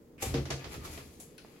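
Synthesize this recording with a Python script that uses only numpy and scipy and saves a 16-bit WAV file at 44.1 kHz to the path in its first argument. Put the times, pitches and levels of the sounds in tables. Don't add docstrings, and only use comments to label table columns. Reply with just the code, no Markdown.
import sys
import numpy as np
from scipy import signal
from scipy.fft import rfft, irfft, next_fast_len
from scipy.io import wavfile

SR = 44100
rng = np.random.default_rng(int(sys.argv[2]) if len(sys.argv) > 2 else 0)


def digitize_waveform(pressure):
    field = np.atleast_2d(pressure).T
    bounded = np.clip(field, -1, 1)
    quanta = np.round(bounded * 32767).astype(np.int16)
    wavfile.write(sys.argv[1], SR, quanta)


N = 70560

# (pitch [Hz], level [dB], time to fade by 60 dB [s])
PANEL_TONES = [(72.8, -19, 0.43), (135.3, -0.5, 0.35), (166, -6, 0.14), (224.8, -7.5, 0.24), (275, 1, 0.14),
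               (352, -4, .2), (384.2, -15.5, 0.41), (462, 0.5, 0.12), (538.3, -14, 0.4), (591, -12.5, .16),
               (773, -6, 0.24), (1124, -10, 0.084)]
# (frequency [Hz], time to fade by 60 dB [s])
ECHO_TIMES = [(150, 0.7), (800, 0.21), (2500, 0.23), (6000, 0.32), (14000, 0.26)]
DIRECT_DB = 0.5


def amp(db):
    return 10 ** (np.asarray(db) / 20)


def along(points, hz):
    frequencies, values = np.transpose(points)
    return np.interp(np.log(hz + 1), np.log(frequencies + 1), values)


def colour(points):
    return lambda hz: amp(along(points, hz))


def resonance(centre_hz, width_hz):
    return lambda hz: 1 / (1 + ((hz - centre_hz) / width_hz) ** 2)


def level(points):
    return amp(np.interp(np.arange(N) / SR, *np.transpose(points)))


def since(start_s):
    return np.maximum(np.arange(N) / SR - start_s, 0)


def fade(t, fade_s):
    return (t > 0) * np.exp(-np.log(1000) * t / fade_s)


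def pan(db):
    return amp(np.array([[db], [-db]]) / 2)


def filtered(sound, gain):
    size = next_fast_len(N + SR // 2)
    return irfft(rfft(sound, size) * gain(np.fft.rfftfreq(size, 1 / SR)), size)[..., :N]


def spread(pair, gain):
    # (frequency [Hz], likeness [0 to 1])
    likeness = [(100, 0.96), (250, 0.89), (500, 0.78), (1000, 0.072), (2000, 0.19), (5000, 0), (12000, 0)]
    angle = lambda hz: np.arccos(along(likeness, hz)) / 2
    mid, side = filtered(pair, lambda hz: gain(hz) * np.array([np.cos(angle(hz)), np.sin(angle(hz))]))
    stereo = np.array([mid + side, mid - side])
    return stereo / np.sqrt(np.mean(stereo ** 2) + 1e-20)


def noise(gain):
    return spread(rng.standard_normal((2, N)), gain)


def room(sound, echo_db):
    hz, t, bands = signal.stft(noise(np.ones_like)[:, :SR // 2], SR, nperseg=256)
    dying = fade(t + 1e-9, along(ECHO_TIMES, hz)[:, None])
    tail = signal.istft(bands * dying, SR, nperseg=256)[1]
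    tail *= np.arange(tail.shape[1]) / SR > 0.0022
    tail /= np.linalg.norm(tail, axis=1, keepdims=True)
    echo = signal.fftconvolve(np.atleast_2d(sound)[:1], tail, axes=1)[:, :N]
    return amp(DIRECT_DB) * sound + amp(echo_db) * echo


def burst(gain, start_s, fade_s, echo_db):
    t = since(start_s)
    contact = fade(t, fade_s) * (1 - np.exp(-t / 0.00086))
    hz, frame_s, bands = signal.stft(noise(gain), SR, nperseg=256)
    echo_s = along(ECHO_TIMES, hz)[:, None]
    dying = np.sqrt(fade_s / echo_s) * fade(np.abs(frame_s - start_s) + 1e-9, echo_s)
    tail = signal.istft(bands * dying, SR, nperseg=256)[1][:, :N]
    build_up = np.sqrt(np.cumsum(contact ** 2) / np.sum(contact ** 2))
    return amp(DIRECT_DB) * contact * noise(gain) + amp(echo_db) * build_up * tail


def ring(tones, t, rise_cycles=1.8):
    sound = np.zeros(N)
    for k, (hz, db, fade_s) in enumerate(tones):
        gain = (-1) ** k * amp(db - 1.5 * rng.standard_normal())
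        rise = 1 - np.exp(-t * hz / rise_cycles)
        sound += gain * rise * fade(t, fade_s) * np.sin(2 * np.pi * hz * t)
    return sound


def ventilation():
    # (frequency [Hz], level [dB])
    air_colour = [(25, -15), (65, -3), (105, -10.5), (140, -1), (280, -0.5), (380, -3.5), (460, -1.5),
                  (630, -15.5), (1000, -22), (2400, -31), (7000, -44), (9000, -51), (11500, -44.5),
                  (15500, -32)]
    return amp(-56.5) * noise(colour(air_colour))


def tap(start_s=1.4483, pitch_hz=634, reflection_delay_s=0.0046):
    pulse = lambda t: np.sin(2 * np.pi * pitch_hz * t) * fade(t, fade_s=0.0035)
    reflection = amp(-10) * pulse(since(start_s + reflection_delay_s))
    return amp(-32.5) * (pulse(since(start_s)) + reflection) * pan(-5)


def tongs_scrape():
    # (frequency [Hz], level [dB])
    scrape_colour = [(200, -10), (750, 3.5), (1300, -14), (2300, -6), (5300, -5.5), (7200, 5.5), (8800, -2),
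                     (11200, 6.5), (12500, -10), (15500, -7)]
    return amp(-46.5) * burst(colour(scrape_colour), start_s=1.199, fade_s=0.16, echo_db=2.5) * pan(4)


def tongs_click(start_s=1.3802):
    # (frequency [Hz], level [dB])
    clack_colour = [(900, -17), (1400, -2), (2600, 0), (5000, 0), (7000, -10.5), (15000, -23)]
    # (pitch [Hz], level [dB], time to fade by 60 dB [s])
    steel_tones = [(1498, -2.5, 0.057), (2550, 0, 0.061), (3187, -5, 0.072), (4176, 1, 0.036),
                   (5000, -6, 0.054)]
    clack = amp(-47.5) * burst(colour(clack_colour), start_s, fade_s=0.042, echo_db=1)
    tick = amp(-39) * burst(resonance(centre_hz=10430, width_hz=730), start_s, fade_s=0.0074, echo_db=-9)
    arms = amp(-54.5) * room(ring(steel_tones, since(start_s), rise_cycles=2.4), echo_db=1)
    return (clack + tick + arms) * pan(4)


def skin_squeak(peak_s=0.858, rise_s=0.024, fall_s=0.0079):
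    t = np.arange(N) / SR - peak_s
    swell = np.exp(-np.abs(t) / np.where(t < 0, rise_s, fall_s))
    return amp(-47) * swell * noise(resonance(centre_hz=1250, width_hz=110))


def sliding_scales(colour_points, slips_per_s=3000):
    slips = (rng.random((2, N)) < slips_per_s / SR) * rng.standard_normal((2, N))
    unevenness = amp(2.5 * rng.standard_normal((2, N)))
    return spread(slips * unevenness, colour(colour_points))


def coils():
    # (time [s], level [dB])
    drag_levels = [(.2, -98), (.222, -45), (.28, -49.5), (.33, -56.5), (.44, -65), (.48, -57), (.56, -58.5),
                   (.62, -53.5), (.7, -59.5), (.73, -48), (.79, -62.5), (.86, -54.5), (.98, -54.5),
                   (1.07, -67), (1.36, -73), (1.47, -65), (1.6, -67)]
    # (frequency [Hz], level [dB])
    drag_colour = [(200, 5), (500, 9.5), (800, 9.5), (1300, 7), (1700, 5), (2400, 8.5), (3500, 1),
                   (5000, 0.5), (7000, -46), (9000, -25), (15000, -16)]
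    drag = level(drag_levels) * sliding_scales(drag_colour)
    # (time [s], level [dB])
    hiss_levels = [(.19, -80), (.222, -43.5), (.3, -55), (.42, -67), (.66, -67), (.705, -59.5), (.725, -51),
                   (.79, -67.5), (.835, -62), (.85, -52), (.89, -59), (.925, -52.5), (1.02, -63),
                   (1.17, -66), (1.35, -73.5), (1.5, -70.5), (1.6, -72)]
    # (frequency [Hz], level [dB])
    hiss_colour = [(1000, -30), (4000, -2.5), (7200, -1), (9000, -6), (11500, 1.5), (13000, -9.5),
                   (15500, -12)]
    hiss = level(hiss_levels) * sliding_scales(hiss_colour)
    rubbing = room(drag + hiss, echo_db=0) + skin_squeak()
    # (time [s], level [dB])
    rumble_levels = [(.12, -73), (.23, -45.5), (.27, -36.5), (.295, -41), (.4, -36.5), (.47, -47.5),
                     (.53, -36), (.62, -55), (.68, -45.5), (.73, -48), (.78, -42.5), (.83, -48),
                     (1.04, -52.5), (1.12, -58), (1.35, -75.5), (1.52, -65), (1.6, -87)]
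    # (frequency [Hz], level [dB])
    rumble_colour = [(20, -36.5), (45, -7), (78, 5), (105, -5), (140, -3.5), (190, -14.5), (300, -7),
                     (450, -17), (700, -41.5), (2000, -54)]
    rumble = level(rumble_levels) * noise(colour(rumble_colour))
    return rubbing * pan(3.5) + rumble


def body_blows():
    # (time [s], thump level [dB], thump dull above [Hz],
    # slap level [dB], slap dull above [Hz], slap time to fade by 60 dB [s], slap left over right [dB])
    blows = [(0.277, -41, 100, -58, 5000, 0.015, 5), (0.29, -32, 160, -47.5, 13000, 0.0095, 6),
             (0.3402, -25, 450, -33, 5340, 0.064, 0), (0.37, -46, 130, -44.5, 4000, 0.049, 17.5),
             (0.454, -52, 150, -37.5, 6400, 0.021, 0), (.503, -26, 110, -30.5, 6930, 0.062, 1),
             (0.595, -54, 204, -51, 6000, 0.014, 0), (0.642, -56, 507, -39, 5560, 0.035, -3),
             (.668, -44, 80, -55, 3000, 0.035, 2), (.74, -43, 130, -44.5, 5060, .05, -7),
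             (.757, -34, 101, -70, 4000, 0.017, 2), (0.848, -48, 150, -43, 10300, 0.04, -4),
             (.975, -47, 150, -43, 4040, 0.037, -0.5)]
    # (frequency [Hz], level [dB])
    slap_colour = [(100, -24), (260, 3), (480, 8.5), (800, 2), (1100, 1), (1700, -1), (2400, -2),
                   (4000, -2.5), (6500, -1.5), (9000, -9.5), (11500, -0.5), (13000, -19), (15500, -23)]
    slaps, thumps = np.zeros((2, N)), np.zeros(N)
    for start_s, thump_db, thump_dull_hz, slap_db, slap_dull_hz, slap_s, pan_db in blows:
        skin = lambda hz: amp(along(slap_colour, hz)) / np.sqrt(1 + (hz / slap_dull_hz) ** 6)
        slaps += amp(slap_db) * burst(skin, start_s, slap_s, echo_db=4.5) * pan(pan_db)
        dulled_tones = [(hz, db - 10 * np.log10(1 + (hz / thump_dull_hz) ** 4), fade_s)
                        for hz, db, fade_s in PANEL_TONES]
        thumps += amp(thump_db) * ring(dulled_tones, since(start_s))
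    return slaps + room(thumps, echo_db=-12)


def strike(lunge_s=0.18, snap_s=0.2232, snap_fade_s=0.081, rise_db_per_s=224, ring_above_hz=440):
    # (frequency [Hz], level [dB])
    jaw_colour = [(80, -9), (280, 4), (480, 9.5), (800, 9), (1400, -7), (2300, 5), (4500, -4.5),
                  (7500, 8.5), (9800, -5), (11700, 3.5), (13500, -10), (15500, -15)]
    # (frequency [Hz], level [dB])
    swish_colour = [(200, -8), (900, -8), (1600, -3), (2500, 5.5), (3600, -12.5), (7000, -16), (15000, -27)]
    crack = amp(-30.5) * burst(colour(jaw_colour), snap_s, fade_s=0.0064, echo_db=2)
    snap = amp(-30) * burst(colour(jaw_colour), snap_s, snap_fade_s, echo_db=-0.5)
    after_lunge, after_snap = since(lunge_s), since(snap_s)
    high_tones = [(hz, db - 10 * np.log10(1 + (ring_above_hz / hz) ** 8), fade_s)
                  for hz, db, fade_s in PANEL_TONES]
    hollow_ring = amp(-32.5) * ring(high_tones, after_snap)
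    swell = (after_lunge > 0) * amp(-58.5 + rise_db_per_s * (after_lunge - after_snap))
    swish = swell * fade(after_snap + 1e-9, snap_fade_s) * noise(colour(swish_colour))
    return (swish + crack + snap + hollow_ring) * pan(0.5)


def scene():
    return strike() + body_blows() + coils() + tongs_scrape() + tongs_click() + tap() + ventilation()


def record(dry):
    return filtered(dry, lambda hz: hz < 15850)


dry = scene()
out = record(dry)
digitize_waveform(out)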